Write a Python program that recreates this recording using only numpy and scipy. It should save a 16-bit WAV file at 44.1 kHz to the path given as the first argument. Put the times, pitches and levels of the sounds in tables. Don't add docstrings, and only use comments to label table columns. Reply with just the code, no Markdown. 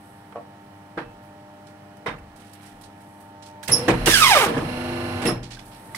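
import sys
import numpy as np
from scipy import signal
from scipy.fft import rfft, irfft, next_fast_len
from scipy.io import wavfile
from scipy.ndimage import uniform_filter1d

SR = 44100
rng = np.random.default_rng(int(sys.argv[2]) if len(sys.argv) > 2 else 0)


def file_out(sig):
    cols = np.atleast_2d(sig).T
    lim = np.clip(cols, -1, 1)
    pcm = np.round(lim * 32767).astype(np.int16)
    wavfile.write(sys.argv[1], SR, pcm)


def field_ratio(decibels):
    return 10 ** (np.asarray(decibels, dtype=float) / 20)


N = 263393
STEP = 32
TIME_S, SLOW_S = np.arange(N) / SR, np.arange(0, N, STEP) / SR
EDGES_HZ = 22 * 2 ** np.arange(0, 9.7, .4)
CENTRES_HZ = np.sqrt(EDGES_HZ[1:] * EDGES_HZ[:-1])

# frequency in Hz, side minus mid in dB.
SIDE_DB = [(60, -39), (110, -17.5), (200, -22), (380, -11.5), (700, -6), (1290, -2), (2380, 1), (4400, 2),
           (8120, -1), (15000, 0.5)]
# frequency in Hz, left minus right in dB.
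LEFT_DB = [(60, 1), (110, 0.5), (200, 2), (380, -2), (700, 2), (1290, -6), (2380, -11), (4400, -8.5),
           (8120, -14), (15000, 0)]

# frequency in Hz, level in dB per Hz.
SHOP_COLOUR = [(25, -14), (55, -29), (100, -3.5), (220, -4.5), (450, -12), (900, -10.5), (1800, -18),
               (3200, -26), (6500, -32.5), (9500, -38), (13000, -42), (16000, -35)]
SHOP_DB, SHOP_SWELL_S, SHOP_SWELL_DB_PER_S = -51, 5.47, 10.5
ROOM_T60_S, WALL_CUT_HZ, ROOM_DB = 0.32, 7100, -10.5

# start in seconds, level in dB, t60 in seconds.
FLOOR_JOLTS = [
    (.97, -41, 0.79),
    (2.08, -35.5, 0.79),
    (2.7, -45, 0.74),
    (3.67, -48, .3),
    (3.9, -18.5, 1.3),
    (4.1, -39, 0.97),
    (4.55, -36, 2),
    (5.25, -30.5, 1.34),
]
FLOOR_HZ, FLOOR_IDLE_DB, FLOOR_RISE_S = 35.7, -72, 0.049
BED_HZ, BED_IDLE_DB, BED_BLOW_DB, BED_DRIVE_DB = 125.6, -55.5, -7, -1.5
BED_T60_S, BED_RISE_S = 0.57, 0.034

# multiple of BUZZ_HZ, level in dB.
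BUZZ = [(1, -58), (2, -56), (3, -55), (4, -67.5), (5, -69.5), (6, -0.5), (7, -61), (8, -55.5), (9, 3.5),
        (10, -96), (11, -79), (12, -78), (13, -71), (14, -70), (17, -70), (18, -71), (19, -70.5),
        (30, -75.5)]
BUZZ_HZ = 100.1
PANEL_MULTIPLES = [6, 9]
# time in seconds, lower panel in dB, upper panel in dB.
PANEL_SHADE = [(0, -71, -61.5), (.45, -61, -58.5), (1.5, -50.5, -58.5), (1.85, -54.5, -63.5),
               (2.1, -53, -60), (2.5, -70, -67.5), (2.9, -60, -59), (3.6, -52, -51.5), (5.55, -62.5, -61),
               (5.97, -55.5, -51)]

# start in seconds, level in dB, centre in Hz, t60 in seconds.
RUSTLES = [(.975, -38, 3000, .2), (1.0, -44, 3000, .2), (4.47, -27, 2700, .4), (4.55, -35, 2700, .3),
           (5.59, -41, 3300, .08), (1.22, -57, 10900, .5), (1.668, -44, 6170, 0.16),
           (1.969, -47, 9000, 0.054), (2.185, -51, 8500, 0.066), (2.358, -46.5, 8100, 0.22),
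           (2.40, -48.5, 8400, 0.23), (2.44, -50, 7940, 0.58), (2.533, -39, 9300, 0.088),
           (2.61, -46, 8300, 0.67), (2.38, -47, 2800, 0.97), (2.52, -47, 2840, 0.94),
           (2.63, -44.5, 2500, 0.44), (2.66, -43, 8500, 0.15), (2.811, -41.5, 8300, 0.11),
           (2.835, -39.5, 6400, 0.14), (3.004, -50.5, 9200, .3), (3.2, -46, 11700, 0.23),
           (3.423, -38, 5700, 0.19), (3.46, -39, 6500, 0.19), (5.428, -31, 4870, 0.22),
           (5.505, -30, 5000, 0.32), (5.592, -37, 4970, 0.12), (5.647, -47, 9450, 0.51),
           (5.712, -42, 4040, 0.5)]
# time in seconds, pan in dB.
HANDS = [(1.7, -9), (2.0, -10), (2.9, -12.5), (3.1, -2), (3.4, -10)]
# middle in seconds, half length in seconds, level in dB.
SLIDES = [(0.0, 0.35, -53.5), (.75, 0.31, -62.5), (1.623, 0.76, -65.5), (2.57, 0.11, -55),
          (3.12, 0.2, -55.5), (5.9, 0.37, -46.5)]

# frequency in Hz, level in dB per Hz.
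DRIVE_COLOUR = [(15, -54), (25, -35), (108, 0.5), (175, -7), (242, -15), (309, -7), (344, -0.5),
                (394, -8.5), (754, -9), (936, -11), (2760, -22.5), (7110, -35), (10100, -38), (13200, -37),
                (16000, -79)]
ENGAGE_S, RELEASE_S, DRIVE_DB, SPIN_UP_S, RUN_DOWN_T60_S = 3.68, 5.31, -35.5, .01, 0.096
SHAFT_HZ, SHAFT_THROB_DB = 25.4, 0.5
# frequency in Hz, level in dB.
WHINE = [(96.9, -45.5), (247.6, -39), (344.5, -42), (495.3, -48), (619.1, -51), (742.9, -50),
         (791.3, -53.5), (893.6, -56), (1039, -54), (1114, -67), (1190, -56), (1410, -58), (1486, -53.5),
         (1733, -56.5), (2229, -60), (2724, -58), (2749, -56.5), (2821, -64), (2896, -62), (3192, -70),
         (3488, -82), (3962, -65), (4210, -64), (4234, -64), (4307, -69), (4452, -68), (10374, -69)]
# time in seconds, level in dB.
PRESSURE = [(3.67, -40), (3.70, -5.5), (4.05, 3.5), (4.5, -13.5), (4.7, 5), (5.3, 5), (5.4, -11),
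            (5.6, -18), (5.7, -44)]
RETURN_HZ, RETURN_S, RETURN_HELD_DB = 344.5, 4.78, -14
# frequency in Hz, width in Hz, level over the drive colour in dB.
HOUSING = [(754, 160, 5), (1490, 150, 4.5), (2230, 210, 7.5), (2750, 220, 8.5), (3130, 170, 3.5),
           (3960, 74, 3), (4230, 300, 9.5), (5450, 360, 5.5), (9680, 200, 8), (10400, 200, 6),
           (11200, 500, 5)]
HOUSING_FLOOR_DB, GEARS_HZ, GEARS_DB, GEARS_FOLLOW = -1, 24.765, -36, .5

# start in seconds, 0.7-3 kHz in dB, body in dB, treble in dB, t60 in seconds.
BLOWS = [(0.321, -33, -46, -61, 0.08), (.354, -37.5, -40, -68, 0.29), (0.973, -21.5, -29.5, -53.5, 0.3),
         (2.060, -19, -26.5, -43, 0.35), (3.628, -39, -56, -32.5, 0.22), (3.677, -30, -43, -24, 0.27),
         (3.687, -26, -23, -33, 0.41), (3.719, -43, -26, -24.5, 0.48), (3.88, -10, -11, -26, 0.31),
         (4.066, -10, -15.5, -27, 0.24), (4.46, -22.5, -17.5, -33.5, 0.47), (4.49, -27, -25, -43, 0.3),
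         (4.535, -29, -26, -45, 0.46), (4.566, -25, -16.5, -41.5, 0.41), (5.217, -26, -31, -36, 0.71),
         (5.252, -25, -15.5, -26.5, 0.37), (5.28, -24, -22.5, -47, 0.64), (5.947, -33.5, -57, -30, 0.22)]
BLOW_BANDS_HZ = [120, 380, 1400, 7000]
THUMP_DB = -5
# frequency in Hz, t60 factor.
LINGER = [(30, 2.1), (100, 1.4), (400, 0.81), (2000, 0.69), (10000, 0.58)]
# frequency in Hz, level in dB, t60 in seconds.
FRAME = [(127, -12, 0.33), (228, -38, 0.8), (324.7, 3.5, 0.18), (471, 2, 0.31), (630, -18, 0.7),
         (1370, -34, 0.5), (1696, -8, 0.045), (1860, -50, 0.17), (1870, -48, 0.67), (2150, -47, 0.38)]
# frequency in Hz, level in dB, t60 in seconds.
STACK = [(480, -1, .09), (590, 1, .12), (690, -5, 0.063), (980, -20, .08), (1114, -9, .1)]
# start in seconds, level in dB.
STACK_SLAPS = [(.352, -36), (.358, -25), (.367, -32), (.375, -30), (.384, -38), (.397, -38), (.41, -43)]
# start in seconds, level in dB, frequency in Hz, t60 in seconds.
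TICKS = [(1.03, -53, 2640, 0.12), (1.062, -53, 2640, 0.17), (.974, -33, 1600, .06),
         (.975, -30.5, 480, 0.075), (.323, -39, 1300, .02), (3.631, -40, 3200, .015),
         (.323, -48, 2000, .015), (3.884, -9, 1500, .015), (3.729, -17, 10500, .03),
         (2.064, -40.5, 3680, 0.24), (2.1, -48, 3680, .2), (2.183, -49, 2650, 0.044),
         (2.088, -35, 2260, .06), (.323, -39, 900, 0.032), (4.459, -11, 520, 0.038), (4.399, -17, 470, .05),
         (5.89, -47, 1850, 0.055), (3.882, -15.5, 1870, 0.056), (2.062, -25, 2060, 0.052),
         (2.063, -20, 1054, 0.043), (5.276, -29, 5260, 0.18), (5.273, -18.5, 391, 0.15),
         (5.33, -30, 121, 0.91), (2.19, -38.5, 76, .5), (3.678, -31.5, 2090, .05), (3.702, -29, 2040, .06),
         (3.634, -35, 1670, 0.044), (3.689, -19, 166, .08), (3.79, -27, 147, .12), (3.885, -13, 424, 0.044),
         (3.701, -16.5, 117, 0.15), (3.883, -10.5, 327, 0.15), (3.92, -14, 482, 0.1),
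         (4.072, -10, 2830, 0.038), (4.071, -9.5, 331, 0.14), (5.257, -23.5, 2680, 0.066),
         (5.259, -28.5, 1930, 0.11), (5.571, -35.5, 1570, 0.036), (5.59, -39, 3450, 0.035),
         (5.947, -17.5, 2010, 0.015), (5.946, -29, 1160, 0.029), (5.947, -42, 3370, 0.024)]
# frequency in Hz, width in Hz, level in dB, delay in seconds.
CLUTCH = [(5067, 59, -3, 0.013), (5420, 210, -3, 0.01), (5230, 190, -3.5, 0.00074), (5440, 130, -5, 0.001),
          (9870, 240, -8.5, 0.016), (10020, 140, -7.5, 0.0067), (10540, 44, -3.5, 0.0026),
          (10350, 210, -4, 0.0012), (10950, 160, -4.5, 0.001), (12650, 250, -36, .01),
          (14900, 400, -42, .02)]
# start in seconds, level in dB, build-up in seconds, t60 in seconds.
CLUTCH_SLIPS = [
    (3.713, -3, 0.0058, 0.13),
    (5.26, -16.5, 0.01, 0.11),
]
CLUTCH_RUB_DB = -17
GROAN_S, GROAN_END_S, GROAN_RISE_S, GROAN_HZ, GROAN_WIDTH_HZ, GROAN_DB = 3.74, 3.94, .04, 490, 26, -33

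# frequency in Hz, level in dB per Hz.
TEARING_COLOUR = [(150, -38), (500, -35), (1200, -7), (2500, 3.5), (4500, -2.5), (6500, 1), (8500, -3),
                  (12500, -5.5), (16000, -16)]
TEAR_DB, TEAR_FADE_DB_PER_S, TEAR_KNEE_S, TEAR_FOLLOWS, CUT_PAN_DB = -20, -30, 4.194, 0.065, -9
# time in seconds, sheets per second.
SHEETS = [(4.059, 1920), (4.115, 1750), (4.158, 1590), (4.244, 1157), (4.318, 846), (4.345, 700),
          (4.385, 545), (4.42, 455), (4.48, 300)]
# time in seconds, level in dB.
BITE = [(4.065, -19), (4.085, -8), (4.11, -6), (4.145, 0), (4.19, -4.5), (4.235, 0.5), (4.3, 0), (4.39, -1),
        (4.48, -7.5)]
# start in seconds, level over the tone in dB.
BUNCHES = [(4.12, 4), (4.14, 9), (4.154, 8), (4.172, 3), (4.221, 6), (4.237, 4), (4.264, 4), (4.295, 3),
           (4.312, 8), (4.33, 3), (4.352, 4), (4.364, 5), (4.398, 6), (4.412, 5), (4.44, 3), (4.455, 5)]
BUNCH_S, BETWEEN_DB = .007, -3
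# frequency in Hz, width in Hz, level in dB.
SNAP = [(430, 100, -21), (590, 70, -17), (790, 130, -13), (1230, 130, -13), (1684, 160, -19),
        (2240, 300, -18), (3200, 590, -21), (3670, 400, -21), (5200, 1100, -21)]


def in_time(rows, step=1):
    s, *columns = np.transpose(rows)
    return [np.interp(np.arange(0, N, step) / SR, s, c, left=c[0], right=c[-1]) for c in columns]


def at_hz(points, hz):
    table_hz, value = np.array(points).T
    return np.interp(np.log(hz), np.log(table_hz), value)


def drift(rate_hz, count):
    r = np.exp(-2 * np.pi * rate_hz * STEP / SR)
    white = rng.standard_normal((count, N // STEP + 3001))
    slow = signal.lfilter([1], [1, -2 * r, r * r], white)[:, 3000:]
    return slow / slow.std(axis=1, keepdims=True)


def full(slow):
    return np.interp(np.arange(N) / STEP, np.arange(len(slow)), slow)


def sides(pan_db):
    return field_ratio(np.array([pan_db / 2, -pan_db / 2]))


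def balance():
    return field_ratio(np.outer([1, -1], at_hz(LEFT_DB, CENTRES_HZ)))[:, :, None]


def band_share(colour):
    power = field_ratio(at_hz(colour, CENTRES_HZ)) ** 2 * np.diff(EDGES_HZ)
    return (power / power.sum())[:, None]


def noise_bank(power):
    out, white = np.zeros((2, N)), rng.standard_normal((2, 2, N + SR))
    for k, (low, high) in enumerate(zip(EDGES_HZ, EDGES_HZ[1:])):
        band = signal.butter(2, [low, high], "band", fs=SR, output="sos")
        mid, side = signal.sosfilt(band, white[k % 2])[:, SR:]
        wide = field_ratio(at_hz(SIDE_DB, CENTRES_HZ[k]))
        unit = np.sqrt(SR / 2 / (high - low) / (1 + wide ** 2))
        for c, sign in enumerate((1, -1)):
            out[c] += unit * full(np.sqrt(power[c, k])) * (mid + sign * wide * side)
    return out


def dying(start_s, t60_s, rise_s):
    t = np.maximum(SLOW_S - start_s, 0)
    return ((1 - np.exp(-t / rise_s)) * field_ratio(-60 * t / t60_s)) ** 2


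def resonate(x, hz, width_hz):
    r = np.exp(-np.pi * width_hz / SR)
    poles = [1, -2 * r * np.cos(2 * np.pi * hz / SR), r * r]
    return signal.lfilter(np.array([1, 0, -1]) * (1 - r * r) / 2, poles, x)


def peaks(rows, hz):
    return np.sqrt(sum(field_ratio(db) ** 2 / (1 + (2 * (hz - top_hz) / width_hz) ** 2) for top_hz, width_hz, db in rows))


def high_pass(x, hz):
    return signal.sosfilt(signal.butter(2, hz, "high", fs=SR, output="sos"), x)


def struck(modes, hits, spread_db, t60_most_s):
    out, chance = np.zeros((2, N)), rng.standard_normal((len(hits), len(modes), 3))
    for k, (hz, level_db, t60_s) in enumerate(modes):
        clicks, apart = np.full((2, N), 1e-18), field_ratio(at_hz(SIDE_DB, hz))
        for (s, db), luck in zip(hits, chance[:, k]):
            luck_db = spread_db * (luck[0] + apart * luck[1:])
            clicks[:, round(s * SR)] = field_ratio(db + level_db + luck_db)
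        r, w = field_ratio(-60 / (min(t60_s, t60_most_s) * SR)), 2 * np.pi * hz / SR
        out += signal.lfilter([0, np.sin(w)], [1, -2 * r * np.cos(w), r * r], clicks)
    return out


def tones(lines, gains_db, wobble_db, rate_hz):
    out, wander = np.zeros((2, N)), drift(rate_hz, count=len(lines))
    phases = rng.random((len(lines), 2))
    for (hz, db), gain_db, w, phase in zip(lines, gains_db, wander, phases):
        lead = 2 * np.arctan(field_ratio(at_hz(SIDE_DB, hz)))
        level = np.sqrt(2) * full(field_ratio(db + gain_db + wobble_db * w)) * sides(at_hz(LEFT_DB, hz))[:, None]
        out += level * np.sin(2 * np.pi * (hz * TIME_S + phase[0]) + np.array([[0], [lead]]))
    return out


def engaged():
    run_down = field_ratio(-60 * np.maximum(SLOW_S - RELEASE_S, 0) / RUN_DOWN_T60_S) ** 2
    return field_ratio(DRIVE_DB) ** 2 * dying(ENGAGE_S, 72, SPIN_UP_S) * run_down


def shop_power():
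    swell_db = SHOP_SWELL_DB_PER_S * np.maximum(SLOW_S - SHOP_SWELL_S, 0)
    patches_db = 0.57 * drift(8.6, count=len(CENTRES_HZ))
    return band_share(SHOP_COLOUR) * field_ratio(SHOP_DB + swell_db + patches_db) ** 2 * balance() ** 0.87


def shop_echo(x):
    size = next_fast_len(N + SR)
    hz = np.arange(size // 2 + 1) * SR / size
    out = []
    for lags_s in rng.uniform(.02, .05, (2, 6)):
        wall = 1 / (1 + 1j * hz / WALL_CUT_HZ)
        loops = [field_ratio(-60 * lag / ROOM_T60_S) * wall * np.exp(-2j * np.pi * hz * lag) for lag in lags_s]
        out.append(irfft(rfft(x, size) * sum(g / (1 - g) for g in loops), size)[:N])
    return np.array(out)


def shaking():
    floor = field_ratio(FLOOR_IDLE_DB) ** 2
    floor = floor + sum(field_ratio(db) ** 2 * dying(s, t60_s, FLOOR_RISE_S) for s, db, t60_s in FLOOR_JOLTS)
    bed = field_ratio(BED_IDLE_DB) ** 2 + field_ratio(BED_DRIVE_DB) ** 2 * engaged()
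    for s, mid_db, body_db, *rest in BLOWS:
        bed = bed + field_ratio(body_db + BED_BLOW_DB) ** 2 * dying(s, BED_T60_S, BED_RISE_S)
    out = 0
    for hz, width_hz, power in zip((FLOOR_HZ, BED_HZ), (12.0, 70.0), (floor, bed)):
        hum = resonate(resonate(rng.standard_normal(N + SR), hz, width_hz), hz, 2 * width_hz)[SR:]
        envelope = np.sqrt(uniform_filter1d(hum ** 2, size=6000))
        out = out + field_ratio(-5.0) * full(np.sqrt(power)) * hum / envelope
    return out


def buzz():
    panel_db = dict(zip(PANEL_MULTIPLES, in_time(PANEL_SHADE, STEP)))
    gains_db = [panel_db.get(k, 0) for k, db in BUZZ]
    return tones([(k * BUZZ_HZ, db) for k, db in BUZZ], gains_db, wobble_db=-0.5, rate_hz=3.0)


def rustle_power():
    sliding = sum(field_ratio(db) ** 2 * np.exp(-2 * ((SLOW_S - s) / half_s) ** 2) for s, half_s, db in SLIDES)
    hiss_db = -10.0 - 107 * np.log2(CENTRES_HZ / 9800)[:, None] ** 2
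    power = sliding * field_ratio(hiss_db) ** 2 * np.ones((2, 1, 1))
    for s, db, hz, t60_s in RUSTLES:
        pan_db = np.interp(s, *np.transpose(HANDS))
        octaves = np.log2(CENTRES_HZ / hz)[:, None]
        slope = np.where(CENTRES_HZ > hz, 16.0, 3.5)[:, None]
        puff = field_ratio(db - 14.0 - slope * octaves ** 2) * sides(pan_db)[:, None, None]
        power = power + puff ** 2 * dying(s, max(t60_s, .03), 0.028 * t60_s ** 2 + .0005)
    return power * field_ratio(2.0 * drift(130, count=1)) ** 2


def drive_power():
    throb_db = SHAFT_THROB_DB * np.sin(2 * np.pi * SHAFT_HZ * SLOW_S) + 0.46 * drift(45, count=len(CENTRES_HZ))
    return band_share(DRIVE_COLOUR) * engaged() * field_ratio(throb_db) ** 2 * balance() ** 0.87


def gears():
    size = round(SR / GEARS_HZ)
    hz = np.maximum(np.arange(size // 2 + 1) * GEARS_HZ, 1)
    colour = field_ratio(at_hz(DRIVE_COLOUR, hz)) * np.hypot(field_ratio(HOUSING_FLOOR_DB), peaks(HOUSING, hz))
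    mid, side = rfft(rng.standard_normal((2, size))) * colour
    apart = field_ratio(at_hz(SIDE_DB, hz)) * side
    turn = irfft(np.array([mid + apart, mid - apart]) * sides(at_hz(LEFT_DB, hz)), size)
    level = field_ratio(GEARS_DB + GEARS_FOLLOW * in_time(PRESSURE)[0]) * full(np.sqrt(engaged())) / field_ratio(DRIVE_DB)
    return level * np.tile(turn / turn.std(), N // size + 1)[:, :N]


def whine():
    turn = np.sin(2 * np.pi * SHAFT_HZ * SLOW_S)
    pressure_db = in_time(PRESSURE, STEP)[0]
    held_db = RETURN_HELD_DB * np.clip((RETURN_S - SLOW_S) / 0.038, 0, 1)
    gains_db = []
    for hz, db in WHINE:
        pulse_db = 2.5 * min(hz / 2500, 1) * turn
        gains_db.append(pressure_db + pulse_db + held_db * (abs(hz - RETURN_HZ) < 20))
    return tones(WHINE, gains_db, wobble_db=0.66, rate_hz=5.3)


def blow_power():
    power, linger = 0, at_hz(LINGER, CENTRES_HZ)[:, None]
    rise_s = 0.0026 + 0.89 / CENTRES_HZ[:, None]
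    for s, mid_db, body_db, treble_db, t60_s in BLOWS:
        thump_db = body_db + THUMP_DB
        top_db = treble_db - 6.5 + 0.22 * min(treble_db - mid_db, 0)
        anchors = list(zip(BLOW_BANDS_HZ, (thump_db, body_db, mid_db, treble_db)))
        colour_db = at_hz([(30, thump_db - 65)] + anchors + [(15000, top_db)], CENTRES_HZ)[:, None]
        power = power + field_ratio(colour_db - 10.0) ** 2 * dying(s, np.clip(t60_s, .05, .45) * linger, rise_s)
    lumps_db = 0.46 * drift(100, count=1) + 2.6 * drift(68, count=len(CENTRES_HZ))
    return power * field_ratio(lumps_db) ** 2 * balance()


def frame():
    hits = [(s, body_db - 12.0) for s, mid_db, body_db, *rest in BLOWS]
    return struck(FRAME, hits, spread_db=4.1, t60_most_s=0.5)


def stack():
    slaps = struck(STACK, STACK_SLAPS, spread_db=1.5, t60_most_s=0.07)
    return resonate(resonate(slaps, 640, 900), 640, 900)


def ticks():
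    out = np.zeros((2, N))
    for s, db, hz, t60_s in TICKS:
        start = round(s * SR)
        t = np.arange(min(round(2 * t60_s * SR), N - start)) / SR
        ring = field_ratio(db - 60 * t / t60_s) * (1 - np.exp(-t * hz / 2)) * np.sin(2 * np.pi * hz * t)
        out[:, start:start + len(t)] += ring * sides(at_hz(LEFT_DB, hz))[:, None]
    return out


def clutch():
    start = round(ENGAGE_S * SR)
    slip_power = sum(field_ratio(db) ** 2 * dying(s, t60_s, rise_s) for s, db, rise_s, t60_s in CLUTCH_SLIPS)
    slips = full(np.sqrt(slip_power))[start:]
    rub = field_ratio(CLUTCH_RUB_DB) * full(np.sqrt(engaged()))[start:]
    shared, left, right = rng.standard_normal((3, N))[:, start:]
    friction, rings = shared + 1.5 * np.array([left, right]), np.zeros((2, N))
    for k, (hz, width_hz, db, delay_s) in enumerate(CLUTCH):
        high = hz > 8000
        force = friction * (np.roll(slips, round(delay_s * SR)) + high * rub)
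        ring = resonate(resonate(force, hz, width_hz), hz, 6 * width_hz)
        ring = ring * sides(-2.5 if high else -9.0)[:, None]
        rings[:, start:] += field_ratio(db - 12.0) * np.sqrt(SR / 4 / width_hz) * ring * (-1) ** k
    return rings


def groan():
    hum = resonate(rng.standard_normal(N), GROAN_HZ, GROAN_WIDTH_HZ)
    hum = resonate(hum, GROAN_HZ, 3 * GROAN_WIDTH_HZ)
    swell = np.clip((TIME_S - GROAN_S) / GROAN_RISE_S, 0, 1) * np.clip((GROAN_END_S - TIME_S) / 0.015, 0, 1)
    return field_ratio(GROAN_DB) * swell * hum / np.sqrt(uniform_filter1d(hum ** 2, size=3000))


def cutting(t):
    return (t > SHEETS[0][0]) * np.clip((SHEETS[-1][0] - t) / 0.035, 0, 1)


def tearing_power():
    fade_db = TEAR_FADE_DB_PER_S * np.maximum(SLOW_S - TEAR_KNEE_S, 0)
    tear_db = TEAR_DB + fade_db + TEAR_FOLLOWS * in_time(BITE, STEP)[0]
    level = field_ratio(tear_db + 1.0 + 1.5 * drift(200, count=1)) * cutting(SLOW_S)
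    pan_db = CUT_PAN_DB * np.clip(2 - CENTRES_HZ / 5500, 0, 1)
    return band_share(TEARING_COLOUR) * (level * sides(pan_db)[:, :, None]) ** 2


def zip_through(jitter, uneven_db, fall_db, lead_s):
    out, cut = np.zeros((2, N)), slice(round(SHEETS[0][0] * SR), round(SHEETS[-1][0] * SR))
    t, rate_hz = TIME_S[cut], in_time(SHEETS)[0][cut]
    bite_db = in_time(BITE)[0][cut] + BETWEEN_DB
    for s, db in BUNCHES:
        bite_db = bite_db + db * np.clip((t - s) / .0015, 0, 1) * np.exp(-np.maximum(t - s, 0) / BUNCH_S)
    slip, groups, *lumps = (full(row)[cut] for row in drift(138.4, count=12))
    uneven_rate_hz = rate_hz * (1 + jitter * np.sqrt(1500 / rate_hz) * slip)
    turns = np.cumsum(uneven_rate_hz) / SR + rate_hz * np.array([[lead_s], [0]])
    tone = 0
    for k, lump in enumerate(lumps, 1):
        level = field_ratio(bite_db - fall_db * (k - 1) + uneven_db * (lump + .4 * groups)) * peaks(SNAP, k * rate_hz)
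        tone = tone + level * np.cos(2 * np.pi * k * turns + k * k) * sides(at_hz(LEFT_DB, k * rate_hz))
    out[:, cut] = field_ratio(3.0) * tone * cutting(t)
    return out


def scene():
    noise = noise_bank(shop_power() + rustle_power() + drive_power() + blow_power() + tearing_power())
    sharp = frame() + stack() + ticks() + clutch()
    sharp = sharp + zip_through(jitter=.03, uneven_db=3.4, fall_db=1.6, lead_s=.00012)
    echo = high_pass(shop_echo(sharp.mean(axis=0)), 400)
    return noise + shaking() + buzz() + gears() + whine() + groan() + sharp + field_ratio(ROOM_DB) * echo


def band_limit(x):
    return signal.sosfilt(signal.butter(12, 16460, fs=SR, output="sos"), x)


def record(dry):
    dip = 0.58 * resonate(dry, hz=7090, width_hz=2100)
    peak = 0.49 * resonate(dry, hz=9330, width_hz=4100)
    heard = high_pass(dry - dip + peak, 24)
    top_cut = signal.cheby2(20, 70, 16280, fs=SR, output="sos")
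    mix = signal.sosfilt(top_cut, np.tanh(heard))
    return band_limit(mix)


dry = scene()
out = record(dry)
file_out(out)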